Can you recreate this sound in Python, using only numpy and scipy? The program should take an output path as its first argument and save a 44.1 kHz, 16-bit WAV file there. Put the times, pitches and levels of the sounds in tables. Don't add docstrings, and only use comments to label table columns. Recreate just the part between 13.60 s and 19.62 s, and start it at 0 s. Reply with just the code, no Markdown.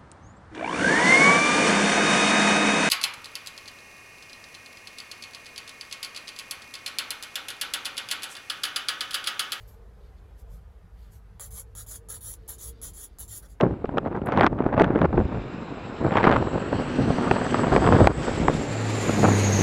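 import sys
import numpy as np
from scipy import signal
from scipy.fft import rfft, irfft
from scipy.io import wavfile
from scipy.ndimage import uniform_filter1d, map_coordinates

SR = 44100
rng = np.random.default_rng(int(sys.argv[2]) if len(sys.argv) > 2 else 0)


def wav_record(signal):
    frames = np.transpose(np.atleast_2d(signal))
    bounded = np.clip(frames, -1, 1)
    quanta = np.round(bounded * 32767).astype(np.int16)
    wavfile.write(sys.argv[1], SR, quanta)


N = 265482


def from_db(db):
    return 10 ** (np.asarray(db) / 20)


def rms_one(x):
    return x / np.sqrt(np.mean(x ** 2) + 1e-20)


def in_time(rows):
    times, *columns = np.transpose(rows)
    return [np.interp(np.arange(N) / SR, times, column) for column in columns]


def at_hz(spectrum, hz):
    freqs, levels = np.transpose(spectrum)
    return np.interp(np.log(hz), np.log(freqs), levels)


def drift(rate):
    r = np.exp(-40 * np.pi * rate / SR)
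    slow = signal.lfilter([1], [1, -2 * r, r * r], rng.standard_normal(N // 20 + 2002))[2000:]
    return np.interp(np.arange(N) / 20, np.arange(len(slow)), rms_one(slow))


def bands(spectrum, low_hz, high_hz):
    edges = 22 * 2 ** np.arange(0, 9.7, 1 / 5)
    white = rng.standard_normal((2, N))
    centres = np.sqrt(edges[:-1] * edges[1:])
    inside = (centres > low_hz) & (centres < high_hz)
    gains = from_db(at_hz(spectrum, centres)) * np.sqrt(centres)
    gains = gains / np.sqrt(np.sum(gains[inside] ** 2))
    for k, hz in enumerate(centres):
        sos = signal.butter(3, edges[k:k + 2], "band", fs=SR, output="sos")
        yield hz, gains[k] * rms_one(signal.sosfilt(sos, white[k % 2]))


def puff(length_ms, colour_db, crack_ms):
    ms = np.arange(2048) / SR * 1000
    hz = np.arange(1025) * SR / 2048 + 10
    body, crack = (rms_one(np.roll(age * np.exp(-age), 64) * rng.standard_normal(2048))
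                   for age in (3 * ms / length_ms, 3 * ms / crack_ms))
    low_share = 1 / (1 + (hz / 2000) ** 2)
    spectrum = low_share * rfft(body) + (1 - low_share) * rfft(crack)
    burst = irfft(spectrum * from_db(colour_db(hz))) * signal.windows.tukey(2048, .05)
    return burst / np.abs(burst).max()


def place(rows, puffs):
    out = np.zeros(N + 2048)
    for (s, db, *_), burst in zip(rows, puffs):
        start = max(round(s * SR) - 64, 0)
        out[start:start + 2048] += from_db(db) * burst
    return out[:N]


# f/Hz, level/dB
HISS_COLOUR = [(3000, 0), (8000, -1), (11500, 0), (13500, -9), (16000, -16)]
def hiss():
    return from_db(-85) * sum(band for hz, band in bands(HISS_COLOUR, 6000, 16000) if hz > 2500)


# t/s, peak level/dB, length/ms
CLICKS = [(0.6584, -42, 6.4), (0.6704, -48, 6.5)]
def clicks():
    thin = [(4000, -40), (7000, -6), (10000, 5), (13000, -1), (16000, -13)]   # f/Hz, level/dB
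    return place(CLICKS, [puff(ms, lambda hz: at_hz(thin, hz), ms) for _, _, ms in CLICKS])


# t/s, level/dB, rumble boost for all the wind/dB
BREEZE = [(0, -15.5, -12), (.21, -44, -4), (.3, -36.5, -12.5), (1, -34, -10.5), (1.6, -36, -6.5),
          (1.85, -41.5, -10.5), (2.4, -41.5, -16), (2.6, -39, -6.5), (3.5, -34, -19.5), (4.5, -28.5, -3.5),
          (5, -33, -9.5), (5.3, -38, -23), (6.02, -29, -23)]
# t/s, length/s, start level/dB, end level/dB, brightness (share of 1.5-5 kHz)/dB
GUSTS = [(0, 0.093, -13, -35, -26.5), (0.447, 0.037, -26.5, -30, -16.5), (.52, 0.076, -27.5, -28, -18.5),
         (0.664, 0.096, -23, -22, -12.5), (0.765, 0.11, -18, -14, -11.5), (0.979, 0.18, -30, -27.5, -13.5),
         (1.169, 0.082, -21.5, -15.5, -13), (1.256, 0.2, -30, -19, -21), (1.529, 0.088, -27.5, -19, -26.5),
         (1.677, 0.12, -33.5, -31, -27.5), (2.407, 0.082, -28.5, -21, -25.5), (2.502, 0.19, -28, -14.5, -6),
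         (2.668, .11, -8.5, -19.5, -9), (2.772, 0.35, -28.5, -31, -23), (3.119, 0.1, -28.5, -28, -27.5),
         (3.334, 0.18, -30.5, -25, -35), (3.563, 0.32, -27.5, -26, -13), (3.928, 0.23, -22, -24, -12),
         (4.126, 0.074, -18.5, -17.5, -19.5), (4.216, 0.3, -18, -17.5, -20),
         (4.642, 0.048, -30.5, -18.5, -11.5), (4.743, 0.22, -33.5, -28, -28.5),
         (5.475, 0.032, -27, -15, -26), (5.577, 0.05, -22.5, -28, -37), (5.633, 0.11, -13, -25.5, -19)]
BREEZE_BRIGHT_DB, EDDY_BRIGHT_DB = -30, -8.5
def wind_curves():
    edge_s, rumble_s = 0.022, 0.14
    t = np.arange(N) / SR
    breeze_db, deep_db = in_time(BREEZE)
    power = from_db(2 * breeze_db)
    colour = power * BREEZE_BRIGHT_DB
    for s, length, start_db, end_db, bright_db in GUSTS:
        gate = np.clip(np.minimum(t - s, s + length - t) / edge_s + .5, 0, 1)
        gust = gate ** 2 * from_db(2 * np.interp(t, [s, s + length], [start_db, end_db]))
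        power = power + gust
        colour = colour + gust * bright_db
    smeared, dull = uniform_filter1d([power, -colour], size=round(rumble_s * SR))
    large_eddy_db = 0.3339 * (dull / smeared + EDDY_BRIGHT_DB)
    rumble_db = 10 * np.log10(smeared / power) + deep_db + large_eddy_db
    return 10 * np.log10(power), colour / power, rumble_db


def brightening(hz, bright_db):
    return (bright_db - EDDY_BRIGHT_DB) * np.clip(np.log(hz / 500) / np.log(2600 / 500), -.3, 1.6)


# f/Hz, level/dB
EDDY_COLOUR = [(25, -24.5), (45, 0), (100, 1.5), (250, -0.5), (500, -1.5), (900, -2.5), (1500, -7.5),
               (3300, -26.5), (5700, -47.5), (9000, -62.5), (15000, -92)]
def wind():
    strength_db, bright_db, rumble_db = wind_curves()
    lumps = drift(25)
    spikes = 2 * np.tanh(drift(250) / 2)
    out = 0
    for hz, band in bands(EDDY_COLOUR, 100, 1200):
        treble = np.clip(np.log(hz / 60) / np.log(40), 0, 1.4)
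        flicker = from_db((2.0 + 0.34 * treble) * lumps + 9.0 * treble * spikes + 1.58 * drift(21.6))
        bass_db = (rumble_db + 1.5) * np.clip(np.log(140 / hz) / np.log(2), 0, 1)
        out = out + rms_one(flicker) * band * from_db(strength_db + brightening(hz, bright_db) + bass_db)
    return out


# t/s, peak level/dB, brightness/dB
BUFFETS = [(0.01, -11, 9), (0.035, -18, -19), (0.243, -14, -30.5), (0.256, -28, -1), (0.291, -18.5, -14),
           (0.372, -11, -10), (0.382, -8.5, -4), (0.617, -18.5, -17), (0.652, -23, -24), (0.721, -15.5, -3),
           (0.774, -7, -7.5), (0.809, -5.5, -4.5), (0.819, -11, -19), (0.832, -5, -8), (0.843, -3.5, -11),
           (0.865, -6.5, 1), (1.004, -7, -25), (1.063, -5.5, -23), (1.178, -8.5, -13), (1.197, -7.5, -5.5),
           (1.208, -3.5, -18), (1.219, -13.5, 10), (1.243, -13, -1), (1.304, -6.5, -24), (1.358, -6, -19),
           (1.389, -16, -3), (1.416, -9.5, -10.5), (1.454, -6.5, -15), (1.528, -15.5, -19),
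           (1.577, -4.5, -21.5), (2.465, -15.5, -12), (2.52, -15, -13), (2.555, -8, -16), (2.57, -7, -6),
           (2.644, -17, -18), (2.673, -2, -20), (2.708, -4, -19), (2.714, -6.5, 0), (2.73, -8.5, -13),
           (3.128, -11.5, -17.5), (3.503, -7.5, -27), (3.584, -11, -25), (3.67, -12, -23),
           (3.712, -2.5, -4.5), (3.943, -5.5, -5.5), (4.15, -11.5, -15), (4.163, -4, -1), (4.242, -14, -15),
           (4.264, -8.5, -6), (4.274, -5, -5), (4.324, -3, -11.5), (4.414, -2.5, -50), (4.472, 6.5, -5.5),
           (4.683, -16.5, -14), (4.882, -2.5, -16), (4.897, -6, -21)]
def buffets():
    def colour_db(hz, bright_db):
        bass_cut_db = 10 * np.log10(1 + (180 / hz) ** 2)
        return at_hz(EDDY_COLOUR, hz) + brightening(hz, bright_db) - bass_cut_db
    hits = [puff(length_ms=5.1, colour_db=lambda hz: colour_db(hz, bright_db), crack_ms=1.55)
            for _, _, bright_db in BUFFETS]
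    return place(BUFFETS, hits)


# t/s, lowest f cancelled by the lower echo/Hz, lower echo level/dB, overhead echo level/dB
ECHOES = [(0, 623, -17, -39.5), (2, 640, -12, -33.5), (3.5, 736, -12.5, -37), (4.5, 820, -13, -31),
          (5, 940, -19, -13), (5.3, 1040, -18, -18), (6.02, 1080, -13, -20)]
def near_echoes(x):
    notch_hz, lower_db, overhead_db = in_time(ECHOES)
    overhead_notch_hz = 1140
    lower = map_coordinates(x, [np.arange(N) - SR / 2 / notch_hz], order=3)
    overhead = np.roll(uniform_filter1d(x, size=5), round(SR / 2 / overhead_notch_hz))
    return x + from_db(lower_db) * lower + from_db(overhead_db) * overhead


def doppler():
    speed_m_per_s, sound_m_per_s, height_m, overhead_s = 58, 343, 70, 5.45
    ahead_m = speed_m_per_s * (overhead_s - np.arange(N) / SR)
    return 1 / (1 - speed_m_per_s / sound_m_per_s * ahead_m / np.hypot(ahead_m, height_m))


def narrow_noise(hz, width_hz):
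    sos = signal.butter(3, width_hz / 2, fs=SR, output="sos")
    real, imag = signal.sosfilt(sos, rng.standard_normal((2, N)))
    tone = np.exp(2j * np.pi * np.cumsum(hz) / SR)
    return rms_one(((real + 1j * imag) * tone).real)


# t/s, f at the plane/Hz, level compared with the roar/dB
WHINE = [(0.8, 6300, -17), (1.7, 6204, -16.5), (2.9, 6470, -7.5), (3.5, 6860, -10), (4, 6790, -6),
         (4.6, 7080, -4), (5, 7000, -3), (5.3, 7230, -.5), (5.55, 7090, 0), (5.8, 6960, 3), (6.02, 6890, 7)]
def whine(roar_db):
    source_hz, over_db = in_time(WHINE)
    hz = source_hz * doppler()
    core = narrow_noise(hz, width_hz=540) * from_db(2.6 * drift(25))
    breath = from_db(-5.5) * narrow_noise(.94 * hz, width_hz=1200)
    octave = from_db(-22) * narrow_noise(2 * hz, width_hz=1080)
    return from_db(roar_db + over_db) * rms_one(core + breath + octave)


# t/s, level of the lowest tone/dB, level of its octave/dB
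BLADE_LEVELS = [(2.5, -61, -59), (3.1, -50, -48), (3.3, -48, -34), (3.7, -45, -30.5), (4, -57, -36),
                (4.6, -57, -39), (5, -45, -43), (5.17, -30, -42), (5.27, -26, -48), (5.5, -34, -36),
                (5.6, -31, -25.5), (5.68, -20.5, -30.5), (6.02, -24.5, -27.5)]
BLADE_RATE_HZ = 106
def propellers():
    first_db, second_db = in_time(BLADE_LEVELS)
    phase = 2 * np.pi * np.cumsum(BLADE_RATE_HZ * doppler()) / SR
    return sum(np.sqrt(2) * from_db(db + 0.4 * drift(10)) * np.sin(k * phase)
               for k, db in enumerate([first_db, second_db, second_db - 10], start=1))


# f/Hz, level/dB
ROAR_COLOUR = [(30, -19.5), (80, -12), (400, -2), (1000, -7), (2000, -13), (4000, -18.5), (6000, -21.5),
               (9000, -22.5), (12000, -26.5), (14000, -42), (16000, -59)]
# t/s, roar level around 3.5 kHz/dB, loss in the air at 10 kHz/dB
APPROACH = [(0, -67.5, 66), (1, -75, 76), (1.7, -57.5, 57.5), (3, -51, 52.5), (3.5, -46, 26.5),
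            (4.5, -44.5, 24.5), (5.05, -45.5, 15), (5.3, -42.5, 11.5), (6.02, -38, 5.5)]
def roar():
    level_db, loss_db = in_time(APPROACH)
    loss_power = 2.23
    waver_db = 1.3 * drift(16)
    out = 0
    for hz, band in bands(ROAR_COLOUR, 2500, 5000):
        lost_db = loss_db * ((hz / 10000) ** loss_power - (3500 / 10000) ** loss_power)
        flutter_db = waver_db * min(hz / 5000, 2) + 1.24 * drift(6.5)
        out = out + band * from_db(level_db - lost_db + flutter_db)
    return out


def scene():
    roar_db, _ = in_time(APPROACH)
    plane = near_echoes(roar()) + whine(roar_db) + propellers()
    return (plane + wind() + buffets() + clicks() + hiss())[None]


def record(dry):
    limit_db, release_db_per_s, attack_ms, cutoff_hz = -4, 67, 1, 15700
    over_db = np.maximum(20 * np.log10(np.abs(dry[0]) + 1e-9) - limit_db, 0)
    recovery_db = release_db_per_s * np.arange(N) / SR
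    held_db = np.maximum.accumulate(over_db + recovery_db) - recovery_db
    r = np.exp(-1000 / (attack_ms * SR))
    ducked = dry * from_db(-signal.lfilter([1 - r], [1, -r], held_db))
    treble_cut = signal.cheby2(12, 70, cutoff_hz, fs=SR, output="sos")
    return signal.sosfilt(treble_cut, np.clip(ducked, -1, 1))


dry = scene()
out = record(dry)
wav_record(out)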